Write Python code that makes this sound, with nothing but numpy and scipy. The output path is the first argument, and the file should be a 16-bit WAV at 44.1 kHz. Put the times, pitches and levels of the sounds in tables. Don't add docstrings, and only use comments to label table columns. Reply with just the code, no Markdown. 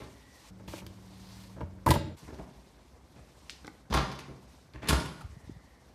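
import sys
import numpy as np
from scipy import signal
from scipy.io import wavfile
from scipy.ndimage import uniform_filter1d

SR = 44100
rng = np.random.default_rng(int(sys.argv[2]) if len(sys.argv) > 2 else 0)


def generate_wav(signal):
    frames = np.transpose(np.atleast_2d(signal))
    scaled = np.clip(frames, -1, 1) * 32767
    pcm = np.round(scaled).astype(np.int16)
    wavfile.write(sys.argv[1], SR, pcm)


def boost(x):
    u = np.asarray(x, float) / 20
    return 10 ** u


N = 262174
SHELF_FROM_S, SHELF_TO_S = .506, 2.153
EDGES_HZ = 25 * 2 ** np.arange(0, 9.6, .5)

# pitch_hz, level_db
RUMBLE_COLOUR = [(15, -55), (25, -7), (35, -39), (54, 7.5), (97, -9), (145, -2), (300, -24), (390, -43),
                 (660, -120)]
AIR_COLOUR = [(120, -46.5), (200, 2.5), (300, 6.5), (340, 0), (449, -1.5), (519, 1), (2000, -16.5),
              (2600, -36), (4400, -120)]
RUSTLE_COLOUR = [(710, -8.5), (1200, 12.5), (1520, -30.5), (1890, -1.5), (2350, -4.5), (4550, -2),
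                 (10800, -12), (14400, -34), (16000, -39)]
# rumble_db, air_db
KITCHEN_LEVELS = (-59, -62.5)
SHELF_LEVELS = (-56.5, -60.5)
# time_s, level_db
HISS_LEVEL = [(0, -60), (0.3, -64), (0.498, -56.5), (0.51, -71), (0.67, -68), (0.69, -54), (0.75, -50.5),
              (0.799, -54), (0.84, -65.5), (0.999, -64), (1.4, -57), (1.64, -69.5), (2.163, -71),
              (2.172, -57), (2.45, -65), (3.03, -69), (3.45, -63), (3.68, -65), (3.77, -65), (3.85, -72.5),
              (4.4, -68.5), (4.55, -63), (4.719, -70.5), (5.35, -66), (5.94, -70)]

# start_s, thud_peak_db, knock_peak_db, crack_peak_db, rattle_t60_s
# (t60 is the time to die away by 60 dB)
SCUFF_BLOWS = [(0.0014, -39, -35, -41.5, 0.23), (2.225, -40, -60, -68, 0.089),
               (2.283, -51, -37, -65, 0.046), (2.321, -54, -37, -65, 0.058),
               (2.393, -37, -34.5, -58, 0.099), (3.1584, -44.5, -53, -55, 0.15),
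               (4.7355, -37, -48, -40.5, 0.22), (4.821, -44, -33, -36, 0.44)]
SHELF_BLOWS = [(0.5977, -59, -43.5, -67, 0.086), (0.6778, -38.5, -41, -40, 0.14),
               (0.737, -57, -27.5, -57, 0.018), (0.8183, -37, -41.5, -64, 0.087),
               (0.8649, -37.5, -44.5, -36.5, 0.031), (1.565, -38.5, -37.5, -66.5, 0.28),
               (1.607, -34, -31, -72, 0.062), (1.63, -29, -47, -70, 0.057),
               (1.8625, -19, -15.5, -25.5, 0.18), (1.8875, -16, -17.5, -25, 0.079),
               (1.9056, -16, -13.5, -15, 0.054), (1.9382, -29, -19.5, -27.5, 0.078),
               (1.9595, -18.5, -22, -50, 0.085)]
KITCHEN_BLOWS = [(2.277, -40, -43, -49.5, 0.087), (2.3034, -66, -39, -60, 0.049),
                 (2.3402, -42, -53, -45.5, 0.055), (2.386, -54, -40, -53, 0.046),
                 (3.8995, -26, -35.5, -40, 0.58), (3.9378, -34, -19, -22.5, 0.14),
                 (4.115, -40, -33, -35, 0.1), (4.152, -51, -46, -42, 0.048),
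                 (4.189, -53, -37.5, -33.5, 0.088), (4.735, -51, -55, -45, 0.055),
                 (4.82, -53, -50, -47, 0.04), (4.8734, -40, -33, -31.5, 0.033),
                 (4.8845, -41, -26.5, -16.5, 0.062), (4.8909, -19.5, -25, -15.5, 0.038),
                 (4.897, -26, -21, -25, 0.059), (4.928, -25, -14.5, -24, 0.057),
                 (5.0, -49, -36, -31, 0.022), (5.056, -35, -48, -33.5, 0.07)]
HANDLE_BLOWS = [(3.6462, -40, -35, -42, 0.015), (3.6595, -52, -44, -52, 0.03),
                (3.6782, -44, -31, -39, 0.025), (3.697, -46, -47, -60, 0.06)]
LIGHT_TOUCH_BLOWS = [(3.906, -24, -37, -39, 0.041)]
LIGHT_SHUDDER_BLOWS = [(3.921, -25, -22, -23, 0.22)]
THUMP_BLOWS = [(4.28, -40, -36.5, -65, 0.13)]
HEAVY_SHUDDER_BLOWS = [(4.888, -25.5, -17.5, -22, 0.22)]
TAP_BLOWS = [(5.2075, -46, -41, -46, 0.07)]

# pitch_hz, level_db, t60_s
DOOR_THUD_MODES = [(69.2, 1, 0.26), (148, -0.5, 0.11), (192, 3, 0.028), (262.3, -8.5, 0.25)]
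DOOR_KNOCK_MODES = [(383, 2.5, 0.012), (457, -4.5, 0.0068), (663, -4.5, 0.017), (893, 2.5, 0.01),
                    (1100, -2.5, 0.012), (1350, -6, 0.023), (1570, -12, 0.029), (1940, -36, 0.024)]
SOFT_KNOCK_MODES = [(300, 9.5, 0.037), (398, 11.5, 0.023), (597, 11, 0.013), (836, 1.5, 0.045),
                    (1050, -5, 0.0079), (1600, -25, 0.02)]
SHELF_THUD_MODES = [(89, -3.5, 0.65), (129, 2, 0.067), (226, -2, 0.02)]
SHELF_KNOCK_MODES = [(324.4, 4.5, 0.053), (464, 6.5, 0.012), (587, 3.5, 0.046), (878, 4, 0.029),
                     (1250, -1, 0.013), (1570, -11, 0.054)]
BOTTLE_RING = [(923, -5, 0.045), (970, -2.5, .04)]
JAR_RING = [(2800, -3, .03), (3800, 0, .05), (7200, -3, .015)]
LATCH_RING = [(1700, -12, .002), (2500, -3, .003), (3200, 0, .003), (4200, -3, .0025), (5200, -7, .002),
              (8000, -10, .002)]
HANDLE_THUD_MODES = [(172, -9, .08), (304, 4, 0.048)]
HANDLE_KNOCK_MODES = [(470, -2, 0.017), (850, 0, .02), (1200, -1.5, .012), (1530, 0, 0.016),
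                      (1980, -2, 0.014)]
LIGHT_THUD_MODES = [(61, 4, 0.087), (140.3, -2, 0.3), (202, -0.5, 0.044)]
THUMP_KNOCK_MODES = [(294, -2.5, 0.037), (403, -1, 0.031), (693, -9, .02)]
TAP_KNOCK_MODES = [(860, -2, 0.04), (1190, 0, 0.04), (1300, -3, 0.03)]

# pitch_hz, t60_s
KITCHEN_ECHO = [(60, 0.1), (160, 0.82), (420, 0.61), (1100, 0.7), (2910, 0.58), (7680, 0.58)]
CABINET_ECHO = [(60, 0.75), (300, 0.75), (1200, 0.54), (4000, 0.53), (12000, 0.2)]

# start_s, end_s, level_db, width_hz
WHISTLE_TIMES = [(.1, .5, -68, 170), (5.25, 5.9, -71, 380)]
# pitch_hz, level_db
HUM_TONES = [(107.7, -56), (188.4, -54.5), (296.1, -67)]
# start_s, peak_db
BOTTLE_HITS = [(0.682, -43), (1.611, -32), (1.865, -14), (1.875, -15), (1.909, -15.5), (1.914, -14),
               (1.955, -26.5), (2.006, -47)]
JAR_HITS = [(1.908, -40)]
# start_s, end_s, fade_s, level_db, low_hz, high_hz
SCRAPES = [(0.715, 0.82, .02, -58, 2150, 3100), (1.0, 1.6, .3, -63, 3700, 5200)]
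# start_s, peak_db, pitch_factor, contact_t60_s
LATCH_CLICKS = [(3.4965, -22, .95, .005), (3.5035, -35, 1.7, .006), (3.6692, -39, 1.75, .025)]
# start_s, peak_db, t60_s
LATCH_BUZZ = (3.498, -38.5, 0.24)
# start_s, peak_db, pitch_hz, swell_s, t60_s
PANEL_BOOM = (4.893, -21, 63, .06, .2)
# middle_s, peak_db, pitch_hz
FINGER_BUMPS = [(5.248, -30, 76.4), (5.297, -39, 70), (5.325, -39.5, 70.4), (5.37, -37.5, 129),
                (5.438, -41, 70), (5.476, -39.5, 119), (5.497, -31, 245), (5.516, -38, 102),
                (5.566, -39, 129)]


def rms_one(x):
    return x / np.sqrt(np.mean(x ** 2) + 1e-20)


def peak_one(x):
    return x / np.max(np.abs(x))


def at_hz(points, hz):
    pitches, values = np.transpose(points)
    return np.interp(np.log(hz), np.log(pitches), values)


def band(x, low_hz, high_hz):
    return signal.sosfilt(signal.butter(2, [low_hz, high_hz], "band", fs=SR, output="sos"), x)


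def drift(rate_hz):
    r = np.exp(-80 * np.pi * rate_hz / SR)
    white = rng.standard_normal(N // 40 + 2002)
    slow = signal.lfilter([1], [1, -2 * r, r * r], white)[2000:]
    return np.interp(np.arange(N) / 40, np.arange(len(slow)), rms_one(slow))


def coloured(spectrum, patchy_db, rate_hz):
    out, white, together = 0, rng.standard_normal((2, N)), drift(rate_hz)
    for k, (low, high) in enumerate(zip(EDGES_HZ, EDGES_HZ[1:])):
        middle_hz = np.sqrt(low * high)
        if spectrum[0][0] / 1.3 < middle_hz < spectrum[-1][0] * 1.3:
            flicker_db = patchy_db * (.7 * together + drift(rate_hz))
            gain = boost(at_hz(spectrum, middle_hz) + flicker_db)
            out = out + gain * band(white[k % 2], low, high)
    return rms_one(out)


def background(inside):
    rumble_db, air_db = [kitchen + inside * (shelf - kitchen)
                         for kitchen, shelf in zip(KITCHEN_LEVELS, SHELF_LEVELS)]
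    hiss_db = np.interp(np.arange(N) / SR, *np.transpose(HISS_LEVEL))
    rumble = boost(rumble_db) * coloured(RUMBLE_COLOUR, patchy_db=1.5, rate_hz=23.0)
    air = boost(air_db) * coloured(AIR_COLOUR, patchy_db=2.0, rate_hz=40.0)
    hiss = boost(hiss_db) * coloured(RUSTLE_COLOUR, patchy_db=1.3, rate_hz=21.0)
    top = rms_one(band(rng.standard_normal(N), 11000, 16000))
    return rumble + air + hiss + inside * boost(hiss_db - 19) * top


def ring(force, hz, t60):
    r, w = boost(-60 / (max(t60, .001) * SR)), 2 * np.pi * hz / SR
    return signal.lfilter([0, np.sin(w)], [1, -2 * r * np.cos(w), r * r], force)


def body(force, modes):
    return sum(boost(level_db) * peak_one(ring(force, hz, t60)) for hz, level_db, t60 in modes)


def blows(events, thud_modes, knock_modes, grain_db, rise_s, strike, sizzle_db,
          top_hz=11500, low_hz=1760, high_hz=5470, count=30):
    out, size = np.zeros(N + SR), SR // 2
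    t = np.arange(size) / SR
    for s, thud_db, knock_db, crack_db, t60 in events:
        clumps = rms_one(uniform_filter1d(rng.standard_normal(size), size=count))
        grains = rng.standard_normal(size) * boost(grain_db * clumps)
        grains[12] += strike * np.std(grains)
        force = grains * boost(-60 * t / max(t60, .004)) * (1 - np.exp(-t / rise_s)) + 1e-18
        crack = band(band(force, low_hz, 8800), low_hz, high_hz)
        sizzle = band(force, 5970, top_hz)
        top_db = crack_db + sizzle_db + 0.3 * (crack_db + 12)
        at = round(s * SR)
        for layer, level_db in ((body(force, thud_modes), thud_db), (body(force, knock_modes), knock_db),
                                (crack, crack_db), (sizzle, top_db)):
            out[at:at + size] += boost(level_db) * peak_one(layer)
    return out[:N]


def scuffs():
    return blows(SCUFF_BLOWS, DOOR_THUD_MODES, SOFT_KNOCK_MODES, 3.2, rise_s=0.003, strike=0,
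                 sizzle_db=-12.0, low_hz=900, high_hz=2300, count=250)


def reverberate(x, t60s, rise_s):
    t = np.arange(SR) / SR
    white, tail = rng.standard_normal((2, SR)), 0
    for k, (low, high) in enumerate(zip(EDGES_HZ, EDGES_HZ[1:])):
        fade = boost(-60 * t / at_hz(t60s, np.sqrt(low * high)))
        tail = tail + band(white[k % 2], low, high) * fade
    tail = tail * (1 - np.exp(-t / rise_s))
    return signal.fftconvolve(x, tail / np.sqrt(np.sum(tail ** 2)))[:N]


def whistle():
    out, t = 0, np.arange(N) / SR
    pitch_hz, fade_s = 1920, .12
    for start, end, level_db, width_hz in WHISTLE_TIMES:
        edges = pitch_hz - width_hz / 2, pitch_hz + width_hz / 2
        gain = boost(level_db) * np.clip(np.minimum(t - start, end - t) / fade_s, 0, 1)
        out = out + gain * rms_one(band(band(rng.standard_normal(N), *edges), *edges))
    return out


def compressor():
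    out = 0
    for hz, level_db in HUM_TONES:
        strength = np.sqrt(2) * boost(level_db + 0.79 * drift(29.0))
        pitch = hz * (1 + 0.0045 * drift(1.63))
        out = out + strength * np.sin(2 * np.pi * np.cumsum(pitch) / SR)
    return out


def shelf_knocks():
    return blows(SHELF_BLOWS, SHELF_THUD_MODES, SHELF_KNOCK_MODES, 3.3, rise_s=0.00022, strike=5.0,
                 sizzle_db=1.5, top_hz=14500)


def hollow_ring(hits, modes, low_hz, high_hz, contact_t60):
    out, t = np.zeros(N + SR), np.arange(SR // 4) / SR
    for s, peak_db in hits:
        force = rng.standard_normal(len(t)) * boost(-60 * t / contact_t60)
        sound = peak_one(band(body(force, modes), low_hz, high_hz))
        out[round(s * SR):][:len(t)] += boost(peak_db) * sound
    return out[:N]


def bottle():
    return hollow_ring(BOTTLE_HITS, BOTTLE_RING, 360, 1380, contact_t60=.03)


def scrape():
    out, t = 0, np.arange(N) / SR
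    for start, end, fade_s, level_db, low_hz, high_hz in SCRAPES:
        slips = rng.standard_normal(N) * boost(3.0 * drift(60.0))
        gain = boost(level_db) * np.clip(np.minimum(t - start, end - t) / fade_s, 0, 1)
        out = out + gain * rms_one(band(slips, low_hz, high_hz))
    return out


def jar():
    return hollow_ring(JAR_HITS, JAR_RING, 2000, 9000, contact_t60=.5)


def door_knocks():
    return blows(KITCHEN_BLOWS, DOOR_THUD_MODES, DOOR_KNOCK_MODES, 4.06, rise_s=0.00053, strike=3.0,
                 sizzle_db=-2.5)


def latch():
    out, t = np.zeros(N + SR), np.arange(SR // 2) / SR
    for s, peak_db, pitch, t60 in LATCH_CLICKS:
        force = rng.standard_normal(len(t)) * boost(-60 * t / t60)
        force[0] = 5
        modes = [(min(hz * pitch, 12000), level_db, ring_t60) for hz, level_db, ring_t60 in LATCH_RING]
        click = peak_one(band(body(force, modes), 1300, 10000))
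        out[round(s * SR):][:len(t)] += boost(peak_db) * click
    s, peak_db, t60 = LATCH_BUZZ
    buzz = band(rng.standard_normal(len(t)) * boost(-60 * t / t60), 2200, 6000)
    out[round(s * SR):][:len(t)] += boost(peak_db) * peak_one(buzz)
    return out[:N]


def handle():
    return blows(HANDLE_BLOWS, HANDLE_THUD_MODES, HANDLE_KNOCK_MODES, 3.0, rise_s=0.0003, strike=8.0,
                 sizzle_db=-14.0, low_hz=1200, high_hz=4500)


def light_door():
    touch = blows(LIGHT_TOUCH_BLOWS, LIGHT_THUD_MODES, SOFT_KNOCK_MODES, 3.7, rise_s=0.004, strike=0,
                  sizzle_db=-11.0)
    shudder = blows(LIGHT_SHUDDER_BLOWS, LIGHT_THUD_MODES, DOOR_KNOCK_MODES, 4.0, rise_s=0.04, strike=0,
                    sizzle_db=-14.0, low_hz=1200, high_hz=4000, count=250)
    return touch + shudder


def thump():
    return blows(THUMP_BLOWS, LIGHT_THUD_MODES, THUMP_KNOCK_MODES, 3.0, rise_s=0.012, strike=0,
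                 sizzle_db=-12.0)


def heavy_shudder():
    return blows(HEAVY_SHUDDER_BLOWS, DOOR_THUD_MODES, DOOR_KNOCK_MODES, 4.8, rise_s=0.027, strike=0,
                 sizzle_db=-0.5, low_hz=1320, high_hz=3970, count=250)


def boom():
    s, peak_db, hz, swell_s, t60 = PANEL_BOOM
    t = np.maximum(np.arange(N) / SR - s, 0)
    envelope = (1 - np.exp(-t / swell_s)) * boost(-60 * t / t60)
    return boost(peak_db) * peak_one(envelope * np.sin(2 * np.pi * hz * t))


def tap():
    return blows(TAP_BLOWS, DOOR_THUD_MODES, TAP_KNOCK_MODES, 1.8, rise_s=0.0015, strike=3.0, sizzle_db=7.5)


def bumps():
    out, t = np.zeros(N), np.arange(N) / SR
    for s, peak_db, hz in FINGER_BUMPS:
        cycles = (t - s) * hz
        out += boost(peak_db) * np.exp(-(cycles / 0.5) ** 2) * np.cos(2 * np.pi * cycles)
    return out


def scene():
    t = np.arange(N) / SR
    inside = np.clip(np.minimum(t - SHELF_FROM_S, SHELF_TO_S - t) / 0.0016, 0, 1)

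    knocks = shelf_knocks()
    cabinet_echo = boost(-11.0) * reverberate(band(knocks, 135, 15000), CABINET_ECHO, rise_s=0.0009)
    shelf = knocks + cabinet_echo + compressor() + scrape() + bottle() + jar()

    doors = scuffs() + door_knocks() + light_door() + thump() + heavy_shudder() + boom()
    clicks = latch() + handle() + tap()
    into_room = band(doors + boost(-9) * clicks, 127, 8700)
    kitchen_echo = boost(-3.0) * reverberate(into_room, KITCHEN_ECHO, rise_s=0.00084)
    kitchen = doors + clicks + kitchen_echo

    places = inside * shelf + (1 - inside) * kitchen
    return (places + bumps() + background(inside) + whistle())[None]


def top_cut(x):
    return signal.sosfilt(signal.butter(12, 16440, fs=SR, output="sos"), x)


def record(dry):
    no_deep_bass = signal.sosfilt(signal.butter(6, 48, "high", fs=SR, output="sos"), dry)
    rounded = .55 * np.tanh(no_deep_bass / .55)
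    mix = signal.sosfilt(signal.cheby2(12, 60, 16300, fs=SR, output="sos"), rounded)
    return top_cut(mix)


dry = scene()
out = record(dry)
generate_wav(out)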